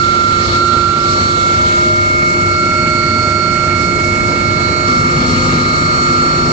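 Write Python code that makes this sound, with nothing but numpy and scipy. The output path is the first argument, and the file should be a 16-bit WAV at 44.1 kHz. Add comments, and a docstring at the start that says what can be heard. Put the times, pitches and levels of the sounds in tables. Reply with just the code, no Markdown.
"""Helicopter cabin in level flight

Gear teeth whine on mesh tones that share one shaft speed and throb with the blades. The rotors drum
under the gusty rumble and hiss of air on the skin. Two microphones listen from three poses in the
cabin's standing waves: at the window, turned away after about 2 s, at another seat from 4.87 s."""
import sys
import numpy as np
from scipy import signal
from scipy.fft import rfft, irfft
from scipy.io import wavfile

SR = 44100
rng = np.random.default_rng(int(sys.argv[2]) if len(sys.argv) > 2 else 0)


def inscribe(sig):
    """Save sig as 16-bit PCM at rate SR to the path in sys.argv[1].

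    A 1-D sig is mono; a 2-D sig holds one channel per row.
    Samples are clipped to [-1, 1] before scaling.
    """
    pcm = np.round(np.clip(np.atleast_2d(sig).T, -1, 1) * 32767)
    wavfile.write(sys.argv[1], SR, pcm.astype(np.int16))


N = 287532
TIME = np.arange(N) / SR
BINS_HZ = np.arange(N // 2 + 1) * SR / N
SIDES = np.array([[.5], [-.5]])  # splits an L-R difference
BLADE_HZ, TAIL_HZ = 24.75, 96.6
SEAT_S, TURN_LENGTH_S = 4.872, .33


def undb(db):
    """Decibels to gain."""
    return 10 ** (np.asarray(db) / 20)


def curves(table):
    """Columns of a time table, per sample."""
    t, *columns = np.transpose(table)
    return [np.interp(TIME, t, c) for c in columns]


def on_bins(table):
    """Columns of a frequency table, per FFT bin."""
    hz, *columns = np.transpose(table)
    return [np.interp(np.log(np.maximum(BINS_HZ, 1)), np.log(hz), c) for c in columns]


def flutter(hz):
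    """Unit-variance wavering, rolling off above hz."""
    x = irfft(rfft(rng.standard_normal(N)) / (1 + (BINS_HZ / hz) ** 2), N)
    return x / x.std()


def bell(peak_s, half_s, squareness=2):
    """Swell from 0 to 1 and back; squarer is more abrupt."""
    return np.exp(-np.abs((TIME - peak_s) / half_s) ** squareness)


def by_spot(window, seat):
    """Window value, then a 10 ms ramp to the other seat's."""
    return window + (seat - window) * np.clip((TIME - SEAT_S) * 100, 0, 1)


def by_pose(window, turned, seat, mid_turn_s=1.52):
    """Glide from window to turned value, then step to the other seat's."""
    turn = np.clip((TIME - mid_turn_s) / TURN_LENGTH_S + .5, 0, 1)
    return by_spot(window + (turned - window) * turn, seat)


# Gusts: peak t/s, half-length/s, then gain/dB at each of GUST_HZ
GUSTS = [(.48, 0.1, 3.4, 4.1, 1.8, 8.5, 3.5), (1.17, 0.13, 1, 3, 1.8, 5.1, 6),
         (1.62, 0.26, .8, 2.5, 1.8, 0.2, 6.5), (4.45, .45, 1.2, 2.3, 0.8, 1, -1.5),
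         (5.36, 0.29, 2.5, .8, 2.1, 2.5, 2), (6.46, 0.057, 2.3, 1.4, 0, -1, -1)]
GUST_HZ = (170, 600, 3540, 5100, 6800)


def gust_db(hz):
    """Level added by gusts around one frequency."""
    return sum(np.interp(np.log(hz), np.log(GUST_HZ), gains_db) * bell(t, half_s, squareness=3.6)
               for t, half_s, *gains_db in GUSTS)


# Base airflow spectrum: f/Hz, left density/(dB re 1/Hz), right density/(dB re 1/Hz)
AIR_SPECTRUM = [(20, -64, -67), (38, -60, -63.5), (56, -46, -53.5), (96.5, -44.5, -45), (247, -47.5, -46),
                (414, -52.5, -53), (746, -59.5, -57.5), (1080, -61, -60), (1230, -55.5, -55),
                (1655, -67.5, -62), (2240, -60.5, -56.5), (3230, -73, -64), (4250, -65.5, -59.5),
                (5530, -71.5, -62.5), (6900, -64, -70.5), (8030, -69.5, -78)]
# Airflow coherence: f/Hz, L-R correlation
AIR_COHERENCE = [(20, 0.74), (100, 0.78), (300, 0.92), (500, 0.61), (900, 0.19), (1500, 0), (8000, 0)]
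# Cabin resonances and dips: f/Hz, half-width/Hz, gain/dB
CABIN_MODES = [(859, 55, -4), (944, 49, 4.5), (1100, 38, -5.5), (1880, 48, 2), (2000, 56, -6),
               (2190, 72, 4), (2430, 85, -3), (3340, 29, 2.5), (3780, 48, -1), (5120, 180, 1),
               (5900, 150, 0), (6470, 90, -1.5)]
# Airflow bands: f/Hz, window gain/dB, turned gain/dB, seat gain/dB, blade chop depth
AIR_BANDS = [(70, -1, -1.7, 0.76, 0), (170, -4.5, 0.05, 0.28, .1), (600, -1.1, -1.5, 1.2, 0.05),
             (2500, -2.7, 0, 0.97, 0.11), (3540, 3, -6.5, -2.4, 0.11), (5260, -2, -2.3, 0, 0.07),
             (6900, -0.1, -3.5, -.5, 0.02)]


def airflow(shaft, flicker_db=1.28, mid_turn_s=2.07, shaded_above_hz=3000):
    """Turbulence on the skin: shared rumble, independent hiss, gusting and chopped by the downwash."""
    coherence = np.clip(on_bins(AIR_COHERENCE)[0], -1, 1)
    mid, side = rfft(rng.standard_normal((2, N)))
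    noise = mid * np.sqrt(1 + coherence) + 2 * SIDES * side * np.sqrt(1 - coherence)
    cabin_db = sum(db / (1 + ((BINS_HZ - hz) / width) ** 2) for hz, width, db in CABIN_MODES)
    spectrum = noise * undb(on_bins(AIR_SPECTRUM) + cabin_db) * np.sqrt(SR) / 2
    masks = on_bins(np.c_[[band[0] for band in AIR_BANDS], np.eye(len(AIR_BANDS))])
    downwash = np.cos(2 * np.pi * BLADE_HZ * shaft)
    out = 0
    for mask, (hz, *pose_db, chop) in zip(masks, AIR_BANDS):
        swell_db = gust_db(hz)
        left_db = right_db = by_pose(*pose_db, mid_turn_s) + swell_db
        if hz > shaded_above_hz:  # left microphone is shaded from the window
            left_db = by_pose(-1.6, .05, .8, mid_turn_s) + .35 * swell_db
        gain = undb(np.array([left_db, right_db]) + flicker_db * flutter(13))
        out += gain * (1 + chop * downwash) * irfft(spectrum * mask, N)
    return out


# Accessory lines: f/Hz, window level/dB, seat level/dB, L-R/dB
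ACCESSORY_LINES = [(555, -43, -48, -3), (576.5, -41, -45, -7), (1573, -47, -49, -3), (1831, -49, -54, -6),
                   (1863, -47, -49, -6), (2258, -52, -41, -8), (2734, -44, -47, -9), (3478, -47, -52, -9),
                   (3709, -49, -46, -6), (4102, -44, -40, -7), (5561, -46, -42.5, -6), (6226, -53, -54, -3),
                   (6573, -49, -52, -3), (6831, -50, -50, 5), (6950, -53, -51, 7)]


def accessories(shaft):
    """Pumps, fans and overtones: thin lines fading in and out."""
    out = 0
    for hz, window_db, seat_db, pan_db in ACCESSORY_LINES:
        fading = 1 + .28 * (flutter(3.4) + 1j * flutter(1.8))
        line = np.real(fading * np.exp(2j * np.pi * (hz * shaft + rng.random((2, 1)) / 3)))
        out += undb(by_spot(window_db, seat_db) + SIDES * pan_db) * line
    return out


# Standing-wave crests: t/s, half-length/s, f/Hz, gain/dB
CRESTS = [(0.502, 0.09, 350, 7), (0.616, 0.25, 1236, 6.5), (.68, 0.23, 4005, 6), (1.135, .09, 617, 8),
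          (1.13, 0.11, 1160, 7.5), (1.27, 0.16, 4005, 4), (2.48, 0.051, 97, 7), (2.75, .3, 1236, 2),
          (3.152, .35, 4531, 11.5), (3.25, 0.34, 97, 3.5), (4.7, .2, 4005, 12.5), (4.75, 0.093, 1236, 3.5),
          (5.6, 0.39, 4005, 9.5), (5.653, 0.28, 1236, 3.5)]


def crest_db(hz):
    """Level added to a tone as the microphones cross crests of its standing wave."""
    return sum(db * bell(t, half_s) for t, half_s, tone_hz, db in CRESTS if abs(tone_hz / hz - 1) < .055)


# Main rotor: blade-rate harmonic, window base level/dB, seat base level/dB
ROTOR_HARMONICS = [(1, -53, -55), (2, -44, -41.5), (3, -38.5, -35.5), (4, -37, -47), (5, -42, -45),
                   (6, -36.5, -25.5), (7, -39, -30), (9, -35, -43), (10, -38, -23.5), (11, -44, -46),
                   (18, -57, -43), (21, -54.5, -37)]


def rotors(shaft, waver_db=1.9, pan_db=2.5, smear_cycles=.1, in_step_s=2.47):
    """Blade passes drum the cabin; the tail rotor beats against their fourth harmonic."""
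    spin = shaft - in_step_s
    tail_db = by_pose(-31, -29.5, -31.5) + crest_db(TAIL_HZ) + gust_db(TAIL_HZ) + waver_db * flutter(3)
    out = undb(tail_db) * np.cos(2 * np.pi * TAIL_HZ * spin)
    push_db = 1.9 * gust_db(GUST_HZ[0]) - 2.5  # other seat drums harder in a gust
    for harmonic, window_db, seat_db in ROTOR_HARMONICS:
        db = by_spot(window_db, seat_db + push_db) + waver_db * flutter(3.2)
        # near-aligned harmonics form a slap, smeared by the cabin
        cycles = harmonic * BLADE_HZ * spin + smear_cycles * rng.standard_normal()
        out += undb(db) * np.cos(2 * np.pi * cycles)
    return np.sqrt(2) * out * undb(SIDES * pan_db)


def mesh_tone(shaft, hz, lead_rad, throb, rough, scatter):
    """Tooth mesh: blades load it, uneven contact widens it, scattered paths vary it per microphone."""
    blade = np.exp(2j * np.pi * (BLADE_HZ * shaft + rng.random()))
    load = 1 + throb * (blade + .5 * blade.conj())
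    contact = rough * (flutter(45) + 1j * flutter(45))
    paths = scatter * np.array([flutter(6.7) + 1j * flutter(14) for _ in range(2)])
    phase = 2 * np.pi * (hz * shaft + rng.random()) + SIDES * lead_rad
    return np.sqrt(2) * np.real((load + contact + paths) * np.exp(1j * phase))


# Weak gears: f/Hz, window L-R/dB, window left lead/rad, seat L-R/dB, seat left lead/rad, throb depth
WEAK_GEARS = [(349.8, -2.6, 0, -1.3, -.1, .08), (617.3, 1.5, .3, 2.2, 1.1, .08),
              (1160, -9.5, -2.4, -13, -.9, .06), (1235.7, -5, -1.9, -14, .6, .2),
              (4005.5, -9.9, -1.5, 5.6, -1, .06), (4531, -8.9, 0, -8.7, 0, .04)]
# Same gears: window level/dB, turned level/dB, seat level/dB
WEAK_GEAR_LEVELS = [(-27, -25, -25.5), (-39.5, -30.5, -37.5), (-31, -36.5, -31), (-31, -31, -27.5),
                    (-36.5, -45.5, -44), (-48, -44.5, -50)]


def weak_gears(shaft, sway_db=1.46):
    """Minor gear and shaft tones, swelling as the hand-held microphones sway."""
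    out = 0
    for gear, pose_db in zip(WEAK_GEARS, WEAK_GEAR_LEVELS):
        hz, window_pan_db, window_rad, seat_pan_db, seat_rad, throb = gear
        pan = undb(SIDES * by_spot(window_pan_db, seat_pan_db))
        pan /= np.sqrt(np.mean(pan ** 2, axis=0))
        db = by_pose(*pose_db) + crest_db(hz) + sway_db * flutter(1.8)
        tone = mesh_tone(shaft, hz, by_spot(window_rad, seat_rad), throb, rough=.14, scatter=.1)
        out += undb(db) * pan * tone
    return out


# Lower stage: t/s, left level/dB, right level/dB, left lead/rad
LOWER_WHINE = [(0, -19.0, -9.4, 2.2), (0.33, -18.4, -9.5, 2.3), (0.46, -28.8, -12.6, 3.8),
               (0.52, -16.1, -19.4, 2.5), (0.56, -12.3, -11.8, 1.4), (0.73, -26.3, -8.2, -0.1),
               (1.18, -13.6, -13.1, -2.4), (1.35, -18.8, -11.6, -2.7), (1.55, -12.8, -10.0, -2.4),
               (1.64, -11.4, -11.4, -3.15), (2.3, -12.8, -14.0, -3.05), (2.66, -15.6, -13.4, -1.4),
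               (3.65, -23.2, -11.5, -0.9), (4.0, -20.5, -14.9, -2.2), (4.85, -22.6, -13.0, -2.7),
               (4.9, -14.1, -11.3, -2.4), (5.35, -15.5, -19.9, -3.0), (6.2, -13.5, -11.7, -2.5),
               (6.5, -15.7, -15.4, -2.5)]
# Upper stage: t/s, left level/dB, right level/dB
UPPER_WHINE = [(0, -29.5, -27), (0.5, -25.5, -27.7), (0.9, -36, -30.5), (1.3, -27.4, -26.5),
               (1.36, -39, -24.5), (1.65, -37.2, -24.5), (2.33, -38.5, -16), (2.6, -27.5, -21.0),
               (2.95, -36, -15.5), (3.5, -35.5, -20), (4.1, -32.5, -15.5), (4.85, -32.5, -19.5),
               (5.2, -40, -22.5), (6.1, -33, -22.5), (6.5, -39, -30)]
# Its octave: t/s, left level/dB, right level/dB
OCTAVE_WHINE = [(0, -41, -26.4), (0.25, -44, -34.5), (0.47, -37.5, -23), (0.98, -51.5, -32.5),
                (1.1, -36, -24), (1.27, -33.5, -23), (1.36, -37.5, -33.5), (2.1, -37.5, -34.5),
                (2.95, -43, -22), (3.7, -42, -26.5), (4.3, -30, -33), (4.65, -40, -22.5), (5.05, -36, -32),
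                (5.3, -29.5, -24), (5.6, -37, -27.5), (5.9, -39.8, -23.5), (6.5, -37.6, -23)]


def main_gears(shaft, lower_hz=1366.7, upper_hz=2191.3, mid_turn_s=2.4):
    """Two loud stages and the upper one's octave; the moving microphones cross their nodes."""
    *lower_db, lower_rad = curves(LOWER_WHINE)
    upper_rad = by_pose(-2.4, -.9, -1.9, mid_turn_s)
    octave_rad = by_pose(0, -1.9, -.8, mid_turn_s)
    lower = mesh_tone(shaft, lower_hz, lower_rad, throb=.04, rough=.065, scatter=.035)
    upper = mesh_tone(shaft, upper_hz, upper_rad, throb=.13, rough=.082, scatter=.099)
    octave = mesh_tone(shaft, 2 * upper_hz, octave_rad, throb=.1, rough=.11, scatter=.18)
    return (undb(lower_db) * lower
            + undb(curves(UPPER_WHINE)) * upper
            + undb(curves(OCTAVE_WHINE)) * octave)


# Shaft speed: t/s, offset from nominal/%
SHAFT_SPEED = [(0, .03), (2.7, .02), (3.25, -.14), (4.35, .26), (4.85, .24), (4.9, .04), (5.7, .04),
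               (6.2, -.09)]


def scene():
    """Gears, accessories and rotors on one governed shaft, plus airflow."""
    speed = 1 + curves(SHAFT_SPEED)[0] / 100
    shaft = np.cumsum(speed) / SR  # rotation in seconds at nominal speed
    return main_gears(shaft) + weak_gears(shaft) + accessories(shaft) + rotors(shaft) + airflow(shaft)


def record(dry):
    """Soft peak limiting, then a steep low-pass."""
    ceiling, cutoff_hz = .95, 7985
    rounded = dry / (1 + (dry / ceiling) ** 6) ** (1 / 6)
    return signal.sosfilt(signal.ellip(12, .2, 80, cutoff_hz, fs=SR, output="sos"), rounded)


dry = scene()
out = record(dry)
inscribe(out)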